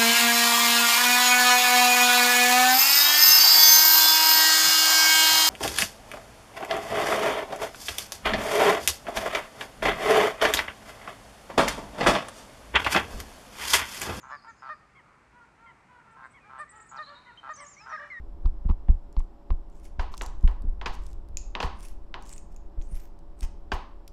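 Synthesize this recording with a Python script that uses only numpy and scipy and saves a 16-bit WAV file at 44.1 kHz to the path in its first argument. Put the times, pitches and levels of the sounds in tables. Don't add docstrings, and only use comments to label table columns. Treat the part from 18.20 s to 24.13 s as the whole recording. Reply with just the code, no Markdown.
import sys
import numpy as np
from scipy import signal
from scipy.fft import rfft, irfft
from scipy.io import wavfile

SR = 44100
rng = np.random.default_rng(int(sys.argv[2]) if len(sys.argv) > 2 else 0)


def dump(signal):
    limited = np.clip(np.atleast_2d(signal).T, -1, 1)
    pcm = np.round(limited * 32767).astype(np.int16)
    wavfile.write(sys.argv[1], SR, pcm)


N = 261365
TIME_S = np.arange(N) / SR
HIT_S = TIME_S[:SR // 8]
IMPULSE = HIT_S == 0

# start_s, push_db, contact_s
BUMPS = [(0.246, -10.5, 0.013), (0.45, -13, 0.007), (0.493, -9.5, 0.0068), (0.686, -4.5, 0.013),
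         (0.965, -11, 0.018), (1.301, -12, 0.012), (1.784, -15.5, 0.013), (2.234, -5, 0.013),
         (2.439, -21, .005), (2.465, -16, 0.02), (3.441, -18, 0.0036), (4.571, -21, 0.013),
         (4.718, -19, 0.016), (5.221, -17, 0.015), (5.527, -18.5, 0.0079)]
# start_s, length_s, rasp_db, whistle_db, start_hz, end_hz
STROKES = [(1.483, 0.16, -71, -72, 7150, 9300), (1.595, 0.12, -62.5, -65, 9400, 10760),
           (1.922, 0.21, -65, -50, 5820, 7270), (2.157, 0.22, -68.5, -85, 6650, 7600),
           (2.764, 0.2, -66.5, -67, 7300, 8400), (3.527, .24, -55.5, -55, 8570, 11700),
           (3.981, 0.26, -59.5, -52, 6400, 9200), (4.289, .06, -72, -80, 7600, 7650),
           (4.583, 0.1, -69, -60.5, 7100, 7930), (4.666, 0.16, -60.5, -53.5, 8400, 11660),
           (4.706, 0.21, -64.5, -61, 13300, 14100), (5.158, 0.075, -71, -60, 8040, 8800)]
# freq_hz, density_db
RASP_SPECTRUM = [(800, -21), (2400, -7), (4000, -19.5), (5600, -11), (8000, -14.5), (10000, -22),
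                 (13000, -20), (15500, -33), (17000, -34)]
# start_s, level_db, treble_db, rattle_t60_s
CLACKS = [(1.794, -22.5, -2, 0.051), (2.659, -22.5, 6, 0.07), (3.4022, -22.5, 7.5, 0.036),
          (3.4274, -18.5, 1, 0.043), (5.518, -17, -1.5, 0.043)]


def amp(db):
    return 10 ** (np.asarray(db) / 20)


def rms_one(x):
    return x / np.sqrt(np.mean(x ** 2) + 1e-20)


def peak_one(x):
    return x / np.max(np.abs(x))


def at_hz(points, hz):
    freq_hz, value = np.transpose(points)
    return np.interp(np.log(np.maximum(hz, 1)), np.log(freq_hz), value)


def cut(x, hz, kind, order=2):
    sos = signal.butter(order, np.minimum(hz, .48 * SR), kind, fs=SR, output="sos")
    return signal.sosfilt(sos, x + 1e-18)


def shelf(x, hz, db, kind):
    return x + (amp(db) - 1) * cut(x, hz, kind, order=1)


def colour(x, spectrum):
    return irfft(rfft(x) * amp(at_hz(spectrum, np.fft.rfftfreq(len(x), 1 / SR))), len(x))


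def drift(rate_hz):
    knots = rng.standard_normal(int(rate_hz * N / SR) + 2)
    return rms_one(np.interp(TIME_S * rate_hz, np.arange(len(knots)), knots))


def resonate(x, modes):
    out = 0
    for k, (hz, width_hz, db) in enumerate(modes):
        r = np.exp(-np.pi * width_hz / SR)
        feedback = [1, -2 * r * np.cos(2 * np.pi * hz / SR), r * r]
        out = out + (-1) ** k * amp(db) * (1 - r * r) / 2 * signal.lfilter([1, 0, -1], feedback, x + 1e-18)
    return out


def decay(t, t60_s):
    return np.exp(-np.log(1000) * t / np.maximum(t60_s, 1e-3))


def contact(rattle, t60_s):
    return IMPULSE + rattle * rng.standard_normal(len(HIT_S)) * decay(HIT_S, t60_s)


def add(track, start_s, sound):
    i = max(int(start_s * SR), 0)
    track[i:i + len(sound)] += sound[:N - i]


def kitchen(x, build_s):
    spectrum = [(100, -16.5), (300, -2.5), (500, -3), (700, 0.5), (1000, 3.5), (1400, -6.5), (2500, -7),
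                (4000, -3), (7000, -5), (10000, -5), (13000, -7), (16000, -14)]
    reverb_times = [(150, 0.95), (500, 0.27), (1100, 0.47), (3500, 0.42), (7000, 0.38), (14000, 0.11)]
    t = TIME_S[:int(.7 * SR)]
    bins = rfft(colour(rng.standard_normal(len(t)), spectrum))
    hz = np.fft.rfftfreq(len(t), 1 / SR)
    edges_hz = np.geomspace(60, SR / 2, 16)
    tail = 0
    for low, high in zip(edges_hz, edges_hz[1:]):
        band = irfft(bins * (hz >= low) * (hz < high), len(t))
        tail += band * decay(t, at_hz(reverb_times, np.sqrt(low * high)))
    return signal.fftconvolve(x, tail * (1 - np.exp(-t / build_s)))[:N] * amp(-35)


def room_air():
    air_spectrum = [(59, -60.5), (100, -8), (174, 0.5), (298, -3.5), (329, -1), (359, -4.5), (397, -4),
                    (510, -12), (578, -9.5), (647, -15), (707, -16), (791, -6.5), (2000, -26.5),
                    (2600, -62), (4400, -120)]
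    hiss_spectrum = [(1500, 1), (2100, -3.5), (2700, -5.5), (3600, -7.5), (4600, -10.5), (5400, -8),
                     (6300, -18.5), (7600, -12.5), (9000, -22), (13000, -18), (16000, -53.5)]
    air = colour(rng.standard_normal(N), air_spectrum)
    air = cut(cut(air, 80, "high"), 1400, "low", order=4)
    hiss = colour(rng.standard_normal(N), hiss_spectrum)
    return amp(-57.5) * rms_one(air) + amp(-72.5) * rms_one(hiss)


def appliance_hum():
    tones = [(329, -65.5), (405, -71), (571.5, -67), (695, -70)]
    return sum(amp(db) * np.sqrt(2) * np.sin(2 * np.pi * hz * TIME_S + 0.53 * drift(6.4))
               for hz, db in tones)


def hand_rumble():
    unrest = [(0.0, -35), (0.48, -38), (1.1, -50), (1.68, -40), (2.23, -30), (4.16, -40), (5.64, -41.5),
              (5.93, -48)]
    spectrum = [(12, 3), (25, 2.5), (45, -4), (70, -11), (100, -26.5), (200, -38.5)]
    level = amp(np.interp(TIME_S, *np.transpose(unrest)) + 1)
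    for start_s, push_db, _ in BUMPS:
        add(level, start_s, amp(push_db - 21) * decay(TIME_S[:SR], t60_s=0.44))
    return cut(level * rms_one(colour(rng.standard_normal(N), spectrum)), 310, "low", order=4)


def case_bumps():
    case_modes = [(66, 34, 11.5), (111, 32, 6), (161.5, 33.5, 17.5), (358, 75, 1)]
    soften_db_per_s = 501
    out, t = np.zeros(N), TIME_S[:SR // 3]
    for start_s, push_db, contact_s in BUMPS:
        push = np.sin(np.pi * np.minimum(t / contact_s, 1)) ** 2
        swing = peak_one(resonate(push, [(23.96, 10.4, 5.5), (70.3, 17.6, -1.5), (142, 100, -15.5)]))
        stir = rng.standard_normal(len(t)) * decay(t, t60_s=0.081)
        ring = peak_one(cut(resonate(stir, case_modes), 850, "low"))
        add(out, start_s, amp(push_db - 2.5) * (swing + amp(-11 - soften_db_per_s * contact_s) * ring))
    return out


def finger_taps():
    taps = [(0.2577, -33.5, -6), (.491, -35, -16.5), (.499, -30, -21), (0.511, -33.5, -17.5),
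            (.685, -35, -31), (0.703, -41, -13), (.9665, -33.5, -5), (1.004, -38.5, -17), (1.305, -27, -13),
            (1.940, -30, -2.5), (2.240, -40.5, -5), (4.615, -45.5, 15)]
    shell_modes = [(1, 260, 0), (1.25, 400, -8), (2.2, 1200, -14), (4.1, 1800, -14)]
    out = np.zeros(N)
    for start_s, peak_db, treble_db in taps:
        pitch_hz = 966 * (1 + 0.077 * rng.standard_normal())
        modes = [(pitch_hz * ratio, width_hz, db) for ratio, width_hz, db in shell_modes]
        click = resonate(contact(rattle=0.046, t60_s=0.035), modes)
        treble = cut(cut(click, 1600, "high"), 6400, "low", order=4)
        add(out, start_s, amp(peak_db) * peak_one(cut(click, 1400, "low") + amp(treble_db - 6) * treble))
    return out


def closing(time_s, start_s, length_s):
    angle = np.pi * np.clip((time_s - start_s) / length_s, 0, 1)
    return np.abs(np.sin(angle)), (1 - np.cos(angle)) / 2


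def blade_hz(time_s):
    nearest = min(STROKES, key=lambda row: abs(row[0] + row[1] / 2 - time_s))
    start_s, length_s, _, _, start_hz, end_hz = nearest
    return start_hz + (end_hz - start_hz) * closing(time_s, start_s, length_s)[1]


def blade_rasp():
    grind, whistle = np.zeros((2, N))
    slips = amp(4 * drift(450))
    grains = rms_one(colour(rng.standard_normal(N) * slips, RASP_SPECTRUM))
    roughness = rms_one(cut(rng.standard_normal(N) * slips, 600, "low"))
    for start_s, length_s, rasp_db, whistle_db, start_hz, end_hz in STROKES:
        speed, travel = closing(TIME_S, start_s, length_s)
        level = speed ** 2.2
        wander_hz = 330 * drift(45)
        pitch_hz = start_hz + (end_hz - start_hz) * travel + wander_hz
        grind += amp(rasp_db) * level * grains
        whistle += amp(whistle_db) * level * roughness * np.sin(2 * np.pi * np.cumsum(pitch_hz) / SR)
    return (grind + whistle) * amp(2.5 * drift(90) - 3.5)


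def blade_ticks():
    hard_catches = [(.927, -52), (.994, -43), (1.97, -43), (1.9783, -32.5), (2.0196, -29.5), (2.034, -38),
                    (2.0623, -33), (2.2784, -51), (2.4213, -47.5), (2.866, -39.5), (2.9308, -44),
                    (3.087, -51), (3.4265, -44), (4.024, -43), (4.0621, -46), (4.093, -37), (4.125, -44),
                    (4.1355, -34.5), (4.99, -52.5), (5.208, -35), (5.23, -32.5), (5.878, -36.5)]
    pressed_modes = [(.37, 600, -15), (.7, 900, -6), (1, 1300, 0), (1.5, 3000, -10)]
    faint_catches = [(start_s + length_s * rng.beta(2, 2), rasp_db + 13 + rng.standard_normal())
                     for start_s, length_s, rasp_db, *_ in STROKES for _ in range(3)]
    direct, to_room = np.zeros((2, N))
    for start_s, level_db in hard_catches + faint_catches:
        slip = contact(rattle=0.9, t60_s=0.0098)
        modes = [(blade_hz(start_s) * ratio, width_hz, db) for ratio, width_hz, db in pressed_modes]
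        click = peak_one(cut(cut(slip, 4970, "high"), 6260, "low"))
        ring = amp(-15.5) * peak_one(resonate(slip, modes))
        add(direct, start_s, amp(level_db) * (click + ring))
        add(to_room, start_s, amp(level_db) * (amp(-3) * click + amp(-0.5) * ring))
    return direct, to_room


def blade_pings():
    pings = [(3.171, -19, -14.5), (4.18, -35.5, -11), (4.363, -43.5, -8)]
    free_modes = [(2550, 250, -9), (5100, 1200, -13), (6700, 380, 2), (7250, 400, -2)]
    direct, to_room = np.zeros((2, N))
    ring = peak_one(resonate(IMPULSE, free_modes))
    for start_s, level_db, click_db in pings:
        click = amp(click_db) * peak_one(cut(contact(rattle=0.7, t60_s=0.021), [2500, 12000], "band"))
        add(direct, start_s, amp(level_db) * (click + ring))
        add(to_room, start_s, amp(level_db) * (amp(-1) * click + amp(1.5) * ring))
    return direct, to_room


def handles(force, q=3.5):
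    modes = [(180, -1.5), (450, 2.5), (820, 3), (1080, 3), (1650, -0.5), (2200, -2), (2850, -5),
             (4600, -13), (6800, -21.5), (11500, -34.5)]
    return peak_one(cut(resonate(force, [(hz, hz / q, db) for hz, db in modes]), 6300, "low"))


def handle_clacks():
    direct, to_room = np.zeros((2, N))
    body = handles(IMPULSE)
    for start_s, level_db, treble_db, t60_s in CLACKS:
        knock = handles(contact(rattle=0.45, t60_s=t60_s))
        radiated = amp(8.5) * (t60_s / 0.061) ** 0.33 * body
        for track, sound in (direct, knock), (to_room, radiated):
            warmed = shelf(sound, 1100, 1.2, "low")
            add(track, start_s, amp(level_db) * shelf(warmed, 3750, treble_db, "high"))
    return direct, to_room


def fish_bites():
    bites = [(1.914, 0.045, -60), (2.723, 0.037, -53.5), (5.217, 0.041, -47)]
    crushes = [(start_s, 0.044, level_db - 36) for start_s, level_db, *_ in CLACKS]
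    out = np.zeros(N)
    for start_s, length_s, level_db in bites + crushes:
        fibres = rng.standard_normal(len(HIT_S)) * amp(11.5 * rng.standard_normal(len(HIT_S)))
        skin = rms_one(colour(fibres, RASP_SPECTRUM))
        flesh = amp(-2) * rms_one(resonate(fibres, [(870, 230, 0)]))
        envelope = np.sin(np.pi * np.minimum(HIT_S / length_s, 1))
        add(out, start_s, amp(level_db) * (skin + flesh) * envelope)
    return out


def fish_snaps():
    snaps = [(2.012, -18.5, -2), (2.277, -23.5, -33), (2.614, -21.5, -8), (3.352, -15.5, 3.5),
             (3.942, -20, 2)]
    direct, to_room = np.zeros((2, N))
    body = peak_one(cut(handles(IMPULSE), 3000, "low", order=1))
    for start_s, level_db, treble_db in snaps:
        fracture = contact(rattle=0.043, t60_s=0.016)
        crack = cut(cut(fracture, 1680, "high"), 3620, "low", order=6)
        crack = shelf(peak_one(crack), 2800, treble_db, "high")
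        knock = handles(contact(rattle=0.21, t60_s=0.064))
        add(direct, start_s, amp(level_db) * (crack + amp(-11) * knock))
        add(to_room, start_s, amp(level_db) * (amp(-11) * crack + amp(2.5) * body))
    return direct, to_room


def scene():
    direct, to_room = np.sum([fish_snaps(), handle_clacks(), blade_ticks(), blade_pings()], axis=0)
    cutting = blade_rasp() + fish_bites()
    fingers = finger_taps()
    room = kitchen(to_room + amp(3.5) * cutting + amp(-14.5) * fingers, build_s=0.00022)
    bumps = case_bumps()
    background = room_air() + appliance_hum() + hand_rumble()
    return (direct + cutting + fingers + room + bumps + background)[None]


def record(dry):
    cutoff_hz = 16300
    return signal.sosfilt(signal.ellip(10, .2, 80, cutoff_hz, fs=SR, output="sos"), dry)


dry = scene()
out = record(dry)
dump(out)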